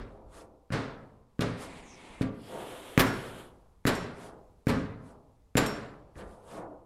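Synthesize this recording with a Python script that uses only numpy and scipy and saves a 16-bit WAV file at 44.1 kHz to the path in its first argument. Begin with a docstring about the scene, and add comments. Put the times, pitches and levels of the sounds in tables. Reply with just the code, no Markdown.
"""Horse kicking a stable door

A horse kicks its wooden half-door again and again in a hard-walled stable block; another bangs a door further along.
Each kick booms as ringing boards, cracks and chatters as noise, and rings the steel bolt; the bolt clinks back.
Hooves scuff the bedding as gritty noise; the horse sniffs and blows as noise through its nostrils, with whistles.
Outdoor air rumbles, a small carried camera bumps and turns down quiet treble, and fading noise makes the echoes."""
import sys
import numpy as np
from scipy import signal
from scipy.fft import rfft, irfft, next_fast_len
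from scipy.io import wavfile
from scipy.ndimage import uniform_filter1d

SR = 44100
rng = np.random.default_rng(int(sys.argv[2]) if len(sys.argv) > 2 else 0)


def file_out(sig):
    """Save sig as 16-bit WAV at sys.argv[1]."""
    # one column per channel
    cols = np.atleast_2d(sig).T
    # limit, then scale
    lim = np.clip(cols, -1, 1)
    pcm = np.round(lim * 32767).astype(np.int16)
    wavfile.write(sys.argv[1], SR, pcm)


N = 302085
T = np.arange(N) / SR  # time in the scene, s
AGE = T[:49152]  # time since one event began, s

# colour of the outdoor air: f/Hz, level per Hz/dB
AIR_COLOUR = [(25, -2.5), (60, 0.5), (150, -13.5), (300, -23), (550, -34), (950, -24), (1400, -26),
              (3000, -29.5), (11000, -33.5), (16000, -44.5)]
# dull bumps as the camera is carried: t/s, level/dB
BUMPS = [(0, -44.5), (.24, -49), (1.72, -49), (2.092, -53), (6.16, -46)]
# colour of those bumps: f/Hz, level per Hz/dB
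BUMP_COLOUR = [(15, -13), (40, 1), (90, -8), (200, -22.5), (600, -24), (3000, -90)]
# how long the stable block echoes: f/Hz, t60/s (time to fade by 60 dB)
ROOM_T60 = [(60, 1.28), (250, 1.0), (800, 1.16), (2000, 0.95), (5000, 0.9249), (12000, 0.84)]
# colour of the echo: f/Hz, level/dB
ROOM_COLOUR = [(50, -0.5), (200, 2), (1000, 2.5), (3000, -6), (7000, -7), (14000, -18.5)]
# standing waves between the stall walls, set going by the near door: f/Hz, level/dB, t60/s
STALL_MODES = [(114, -13, .45), (124, -19, .5), (180, -11, .6), (203, -17, .5), (239, -14, .5),
               (265, -11.5, .55), (304, -16, .55), (415, -13.5, .55), (455, -19, .5), (517, -20, .5),
               (552, -19, .5), (600, -20, .5), (674, -21, .5), (1156, -20, .5)]
# hooves dragged through bedding: middle t/s, spread to each side/s, floor rumble/dB, straw hiss/dB
SCUFFS = [(.13, .07, -56, -72), (.378, .05, -54, -54.5), (1.628, .028, -51.5, -45.5),
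          (2.545, .04, -41, -57), (4.235, .055, -50, -54), (5.081, .05, -56.5, -61), (6.19, .025, -49, -57),
          (6.311, .065, -59, -61), (6.53, .06, -49, -54.5), (6.575, .03, -44, -68)]
# colour of hoof on floor: f/Hz, level per Hz/dB
RUMBLE_COLOUR = [(30, -14), (90, -7), (180, -9), (320, -3), (520, -1), (800, -6), (1200, -13.5),
                 (2500, -28), (6000, -45.5), (16000, -73)]
# colour of rustling straw, also of the bolt's tick: f/Hz, level per Hz/dB
STRAW_COLOUR = [(100, -12), (1200, 10.5), (2200, 2), (3500, 0.5), (5500, -3.5), (10000, -3), (13000, -14),
                (16000, -27)]
# one breath in: start t/s, length/s, flow level/dB, attack/s, release/s, sag/(dB per s)
SNIFF = (1.45, .86, -50.5, .3, .09, 6)
# one breath out: start t/s, length/s, flow level/dB, attack/s, release/s, sag/(dB per s)
BLOW = (2.3, 1.24, -47.5, .33, .13, 4.5)
# nostril resonances breathing in: f/Hz, width/Hz, level/dB
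SNIFF_MODES = [(260, 300, 6), (900, 450, -1), (2200, 1000, -2.5), (3600, 1900, -14), (8800, 5000, -16)]
# nostril resonances breathing out: f/Hz, width/Hz, level/dB
BLOW_MODES = [(380, 350, 8), (880, 1400, -3), (1982, 1600, -10), (3200, 950, -3.2), (7800, 2800, -19),
              (10500, 5000, -11.5)]
# whistles of the narrowed nostril: middle t/s, spread to each side/s, level/dB, f/Hz, glide/(octaves per s)
WHISTLES = [(1.915, .045, -59, 6000, -2.6), (2.44, .055, -66, 4800, .8)]
# bolt dropping back: t/s, level/dB
CLINKS = [(3.067, -42.5), (3.951, -43), (4.704, -49), (5.662, -35)]
# steel bolt: f/Hz, level when the door slams on it/dB, level when it drops back/dB, t60/s
BOLT = [(5488, -20, -5.5, .38), (6779, -15, -14, .25), (7314, -1.5, -9, .15), (8387, -25, -8, .14),
        (9380, -18, -24, .13), (10525, -7, -24, .12), (12560, -20, -10, .13), (13243, -6, -32, .13),
        (13927, -4.5, -32, .11)]
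# boards of the near door: f/Hz, level/dB, t60/s
NEAR_DOOR = [(40, -11, .42), (78, -7, .22), (109, .5, .18), (152, -15, .1), (178, -8, .1), (235, -4, .05),
             (264.7, -1.5, .13), (295, -2, .1), (416, -6.5, .09), (461.5, -10, .094), (509, -11, .14),
             (674, -21, .2), (754, -22, .2), (1160, -13.5, .35), (1286, -20.5, .22), (1495, -11, .2),
             (1650, -17, .17), (1835, -20, .2)]
# boards of a door further along the block: f/Hz, level/dB, t60/s
FAR_DOOR = [(40, -8, .5), (80, -7, .3), (110, -2, .3), (167, -4, .35), (222, -3, .7), (269, -1, .35),
            (371, -13, .15), (476, -12, .15), (535, -10, .15), (751, -17, .15)]
# colour of the hoof's crack: f/Hz, level per Hz/dB
CRACK_COLOUR = [(30, -6), (100, -10.5), (300, -4.5), (480, -1), (750, -6.5), (1500, 3), (2300, -3.5),
                (3500, -16), (6000, -21.5), (11000, -25.5), (16000, -27)]
# colour of the door's chatter: f/Hz, level per Hz/dB
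RATTLE_COLOUR = [(40, -6.5), (150, -5), (450, 2.5), (850, -7), (1600, -4), (2600, -7.5), (4200, -10.5),
                 (6500, -19.5), (11000, -16), (16000, -26.5)]
# hoof on door: t/s, which door, boom/dB, crack/dB, wait until the door meets its bolt/s, rattle/dB,
# rattle length/s, bolt ring/dB, bolt brightness/(dB per octave), room/dB
KICKS = [(-.06, "far", -31, -60, .02, -35, .022, -89, 0, -6),
         (.704, "far", -34, -36, .016, -36.8, .036, -74, -8, 9.5),
         (1.3925, "near", -26, -33, .013, -32.7, .032, -52, -3, 3.5),
         (2.2105, "near", -23.5, -33, .005, -37.5, .021, -62, -10, -2),
         (2.977, "near", -17, -10.8, .016, -20.3, .027, -36, 11, -2),
         (3.853, "near", -23, -23, .013, -25.8, .04, -37, -1, 2),
         (4.6695, "near", -21.5, -24.5, .012, -32, .03, -47.5, 1.5, 4.5),
         (5.554, "near", -22, -26.5, .015, -23, .026, -26.5, -9, 2),
         (6.156, "far", -50, -45, .026, -53.5, .08, -75, 0, 3)]


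def undb(db):
    """Decibels to gain."""
    return 10 ** (np.asarray(db) / 20)


def unit(x):
    """Scale to rms 1."""
    return x / np.sqrt(np.mean(x ** 2))


def at(points, hz):
    """Read a table between its points, with frequency on a log axis."""
    f, value = np.transpose(points)
    return np.interp(np.log(np.maximum(hz, 1)), np.log(f), value)


def colour(x, points):
    """Filter with the given spectrum and unit power gain; it never responds before its input."""
    size = 4096
    hz = np.arange(size // 2 + 1) * SR / size
    # folding the cepstrum (transform of the log spectrum) puts the response after time zero
    cepstrum = irfft(np.log(undb(at(points, hz))))
    cepstrum[1:size // 2] *= 2
    cepstrum[size // 2 + 1:] = 0
    response = irfft(np.exp(rfft(cepstrum)))
    return signal.fftconvolve(x, response / np.linalg.norm(response))[:len(x)]


def soften(x, hz, order=2):
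    """Low-pass: takes away treble above hz, as a padded contact does."""
    low_pass = signal.butter(order, min(hz, SR * .45), fs=SR, output="sos")
    return signal.sosfilt(low_pass, x)


def fade(t60):
    """Free decay: falls by 60 dB in t60 seconds."""
    return np.exp(-np.log(1000) * AGE / t60)


def ring(modes):
    """One blow sets every mode (Hz, dB, t60) going as a fading sine."""
    return sum(undb(db) * fade(t60) * np.sin(2 * np.pi * hz * AGE) for hz, db, t60 in modes)


def boards(modes, sway_hz=160):
    """A door's modes; in the low ones the whole leaf sways against the struck board."""
    high = ring([m for m in modes if m[0] >= sway_hz])
    low = ring([m for m in modes if m[0] < sway_hz])
    return high - low


def walk(rate):
    """Random wander: a new random height, rate times a second, joined by straight lines."""
    knots = rng.standard_normal(256)
    return np.interp(T * rate, np.arange(len(knots)), knots)


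def swell(middle_s, spread_s):
    """A level that rises and falls once, along a bell curve."""
    return np.exp(-.5 * ((T - middle_s) / spread_s) ** 2)


def add(out, s, x):
    """Mix x in from time s on."""
    start = int(s * SR)
    x, start = x[max(-start, 0):], max(start, 0)
    out[start:start + len(x)] += x[:N - start]


def air(level_db=-62.5, wander_db=1.5):
    """Outdoor air: coloured noise, mostly low, whose level wanders."""
    return colour(rng.standard_normal(N), AIR_COLOUR) * undb(level_db + wander_db * walk(4.8))


def bumps(t60=0.76):
    """Low thuds through the camera body: fading bursts of dull noise."""
    out = np.zeros(N)
    for s, db in BUMPS:
        add(out, s, undb(db) * rng.standard_normal(len(AGE)) * fade(t60))
    return colour(out, BUMP_COLOUR)


def stall_echo(gap_s=0.003, build_s=0.022, early_db=4, early_t60=0.41):
    """Response of the block: quick reflections in the stall, then a long tail that loses its treble."""
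    hz, age, bins = signal.stft(rng.standard_normal(len(AGE)), SR, nperseg=512)
    tail_decay = undb(-60 * age / at(ROOM_T60, hz)[:, None])
    early_decay = undb(early_db - 60 * age / early_t60)
    decay = tail_decay + early_decay
    # level each band by its energy, then colour it
    decay *= undb(at(ROOM_COLOUR, hz))[:, None] / np.linalg.norm(decay, axis=1, keepdims=True)
    tail = signal.istft(bins * decay, SR)[1][:len(AGE)] * np.sqrt(len(age) / len(AGE))
    return np.sqrt(2) * tail * np.clip((AGE - gap_s) / build_s, 0, 1)


def echo(x, room):
    """What the walls send back."""
    return signal.fftconvolve(x, room)[:len(x)]


def with_walls(contacts, room):
    """Short contacts and their echo; each wall hears them differently, so the echo keeps only their energy."""
    return contacts + np.linalg.norm(contacts) * room


def standing_waves(build_s=.025):
    """The air in the stall follows the boards and takes a few crossings to start ringing."""
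    return boards(STALL_MODES) * (1 - np.exp(-AGE / build_s))


def scuffs(room, grain_db=3, direct_db=-6, hiss_room_db=-10):
    """A hoof grinds over the floor behind the door while the straw rustles: two layers of gritty noise."""
    swells = [(swell(s, spread_s), low_db, high_db) for s, spread_s, low_db, high_db in SCUFFS]
    # a random gain on every sample makes the noise grainy; both layers share the grains
    grains = undb(grain_db * np.minimum(rng.exponential(size=N), 4))
    floor_grit, straw_grit = unit(rng.standard_normal((2, N)) * grains)
    floor_level = sum(drag * undb(db) for drag, db, _ in swells)
    straw_level = sum(drag * undb(db) for drag, _, db in swells)
    rumble = colour(floor_grit * floor_level, RUMBLE_COLOUR)
    straw = colour(straw_grit * straw_level, STRAW_COLOUR)
    return undb(direct_db) * rumble + straw + echo(rumble + undb(hiss_room_db) * straw, room)


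def breath(start_s, length_s, db, attack_s, release_s, sag_db_per_s):
    """Air flow of one breath: it builds, sags slowly and stops."""
    age = T - start_s
    gate = np.clip(age / attack_s, 0, 1) * np.clip((length_s - age) / release_s, 0, 1)
    return gate * undb(db - sag_db_per_s * np.clip(age - attack_s, 0, length_s))


def nostrils(flow, modes, top_hz, flutter_db=1):
    """Turbulent air rings the horse's nasal passages: noise shaped by resonances, fluttering a little."""
    size = next_fast_len(N)
    hz = np.arange(1, size // 2 + 2) * SR / size
    gain = sum(undb(db) / (1 + ((hz - f * f / hz) / width) ** 2) for f, width, db in modes)
    turbulence = irfft(rfft(rng.standard_normal(size)) * gain)[:N]
    return unit(soften(turbulence, top_hz, order=3)) * flow * undb(flutter_db * walk(28))


def whistle(middle_s, spread_s, db, hz, glide, width_hz=550):
    """A narrow, airy tone that slides as the nostril changes shape."""
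    wobble = soften(rng.standard_normal(N), width_hz)
    pitch = hz * 2 ** (glide * np.clip(T - middle_s, -.5, .5))
    tone = np.cos(2 * np.pi * np.cumsum(pitch) / SR)
    return unit(wobble * tone) * undb(db) * swell(middle_s, spread_s)


def muzzle(sniff_dip=.35):
    """The horse breathes in and out, with thin whistles as a breath gathers."""
    # the sniff hisses less while the narrowed nostril whistles
    sniff = breath(*SNIFF) * (1 - sniff_dip * swell(*WHISTLES[0][:2]))
    breath_in = nostrils(sniff, SNIFF_MODES, top_hz=10500)
    breath_out = nostrils(breath(*BLOW), BLOW_MODES, top_hz=13000)
    return breath_in + breath_out + sum(whistle(*row) for row in WHISTLES)


def clinks(tick_db=1, tick_t60=0.06):
    """The door swings back and the bolt drops in its keeper: ringing steel with a short noisy tick."""
    out = np.zeros(N)
    steel = ring([(hz, db, t60) for hz, _, db, t60 in BOLT])
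    for s, db in CLINKS:
        tick = colour(rng.standard_normal(len(AGE)) * fade(tick_t60), STRAW_COLOUR)
        add(out, s, undb(db) * (steel + undb(tick_db) * tick))
    return out


def rattle(length_s, spread_db=4, tail_t60=0.064):
    """The door chatters on bolt and hinges: uneven contacts that swell and die."""
    hold = 96  # samples that share one random level
    levels_db = spread_db * np.clip(rng.standard_normal(len(AGE) // hold), -2, 1)
    contacts = rng.standard_normal(len(AGE)) * np.repeat(undb(levels_db), hold)
    build = np.minimum(0.68 + 2 * AGE / length_s, 1)
    # the chatter starts to die halfway through its length
    tail = np.minimum(np.exp(-np.log(1000) * (AGE - length_s / 2) / tail_t60), 1)
    return unit(contacts) * build * tail


def door(flex_db=5, flex_t60=0.079, hoof_hz=1000, crack_t60=0.0049, splinter_db=-15, splinter_t60=0.34,
         bolt_room_db=-12, bright_hz=14000, full_db=-22, chatter_room_db=0, boom_room_db=-4.0):
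    """Hoof cracks on the boards, they boom, and the door slams into its bolt a moment later."""
    out = np.zeros(N)
    # the first wide swings of the loose door are damped quickly
    flex = (1 + undb(flex_db) * fade(flex_t60)) / (1 + undb(flex_db))
    swings = {"near": flex * boards(NEAR_DOOR), "far": flex * boards(FAR_DOOR)}
    for s, which, boom_db, crack_db, slack_s, rattle_db, length_s, bolt_db, tilt_db, room_db in KICKS:
        # the camera moves, so every kick finds other reflections
        room = undb(room_db) * stall_echo()
        # hoof_hz and bright_hz hold for a blow at full_db; weaker ones are duller
        crack_force = undb((crack_db - full_db) / 3)
        slam_force = undb((rattle_db - full_db) / 3)

        # a softer hoof contact lasts longer and wakes mainly the low modes
        boom = soften(swings[which], hoof_hz * crack_force)
        boom = boom + undb(boom_room_db) * echo(boom, room)
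        if which == "near":
            boom = boom + undb(room_db) * standing_waves()

        contact_level = fade(crack_t60) + undb(splinter_db) * fade(splinter_t60)
        contact = rng.standard_normal(len(AGE)) * contact_level
        crack = colour(with_walls(contact, room), CRACK_COLOUR)
        crack = soften(crack, bright_hz * crack_force, order=1)
        add(out, s, undb(boom_db) * boom + undb(crack_db) * crack)

        slam = colour(with_walls(rattle(length_s), undb(chatter_room_db) * room), RATTLE_COLOUR)
        slam = soften(slam, bright_hz * slam_force, order=2)
        # where the bolt is caught decides how strongly its high modes ring; the tilt starts at its third mode
        steel = ring([(hz, db + tilt_db * np.log2(max(hz / BOLT[2][0], 1)), t60) for hz, db, _, t60 in BOLT])
        steel = steel + undb(bolt_room_db) * echo(steel, room)
        add(out, s + slack_s, undb(rattle_db) * slam + undb(bolt_db) * steel)
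    return out


def scene():
    """Doors, hooves and muzzle in the stable block, over a low rumble of outdoor air."""
    room = stall_echo()
    breaths = muzzle()
    steel = clinks()
    near_echo = echo(undb(-6) * breaths + undb(-8) * steel, room)
    mix = air() + bumps() + scuffs(room) + breaths + steel + near_echo + door()
    return mix[None]


def suppress(x, threshold_db=-80, depth_db=-10, from_hz=1500):
    """Noise suppressor: treble bands under a threshold are turned down, which cuts the echoes short."""
    hz, _, bins = signal.stft(x, SR, nperseg=512)
    # average the power over neighbouring bands, then over neighbouring moments
    power = uniform_filter1d(abs(bins) ** 2, size=13, axis=-2)
    power = uniform_filter1d(power, size=3, axis=-1)
    # the threshold, threshold_db at twice from_hz, falls towards the treble, as background noise does
    limit = undb(threshold_db) ** 2 * (2 * from_hz / np.maximum(hz, from_hz))[:, None] ** 2
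    closed = 1 / (1 + (np.maximum(power, 0) / limit) ** 2)
    # no effect below half of from_hz, full effect above from_hz
    treble = np.clip(2 * hz / from_hz - 1, 0, 1)[:, None] ** 2
    return signal.istft(bins * undb(depth_db * closed * treble), SR)[1][:, :N]


def record(dry):
    """The camera suppresses quiet hiss and cuts the top."""
    top_cut = signal.ellip(10, .2, 80, 15850, fs=SR, output="sos")  # steep low-pass at 15850 Hz
    return signal.sosfilt(top_cut, suppress(dry))


dry = scene()
out = record(dry)
file_out(out)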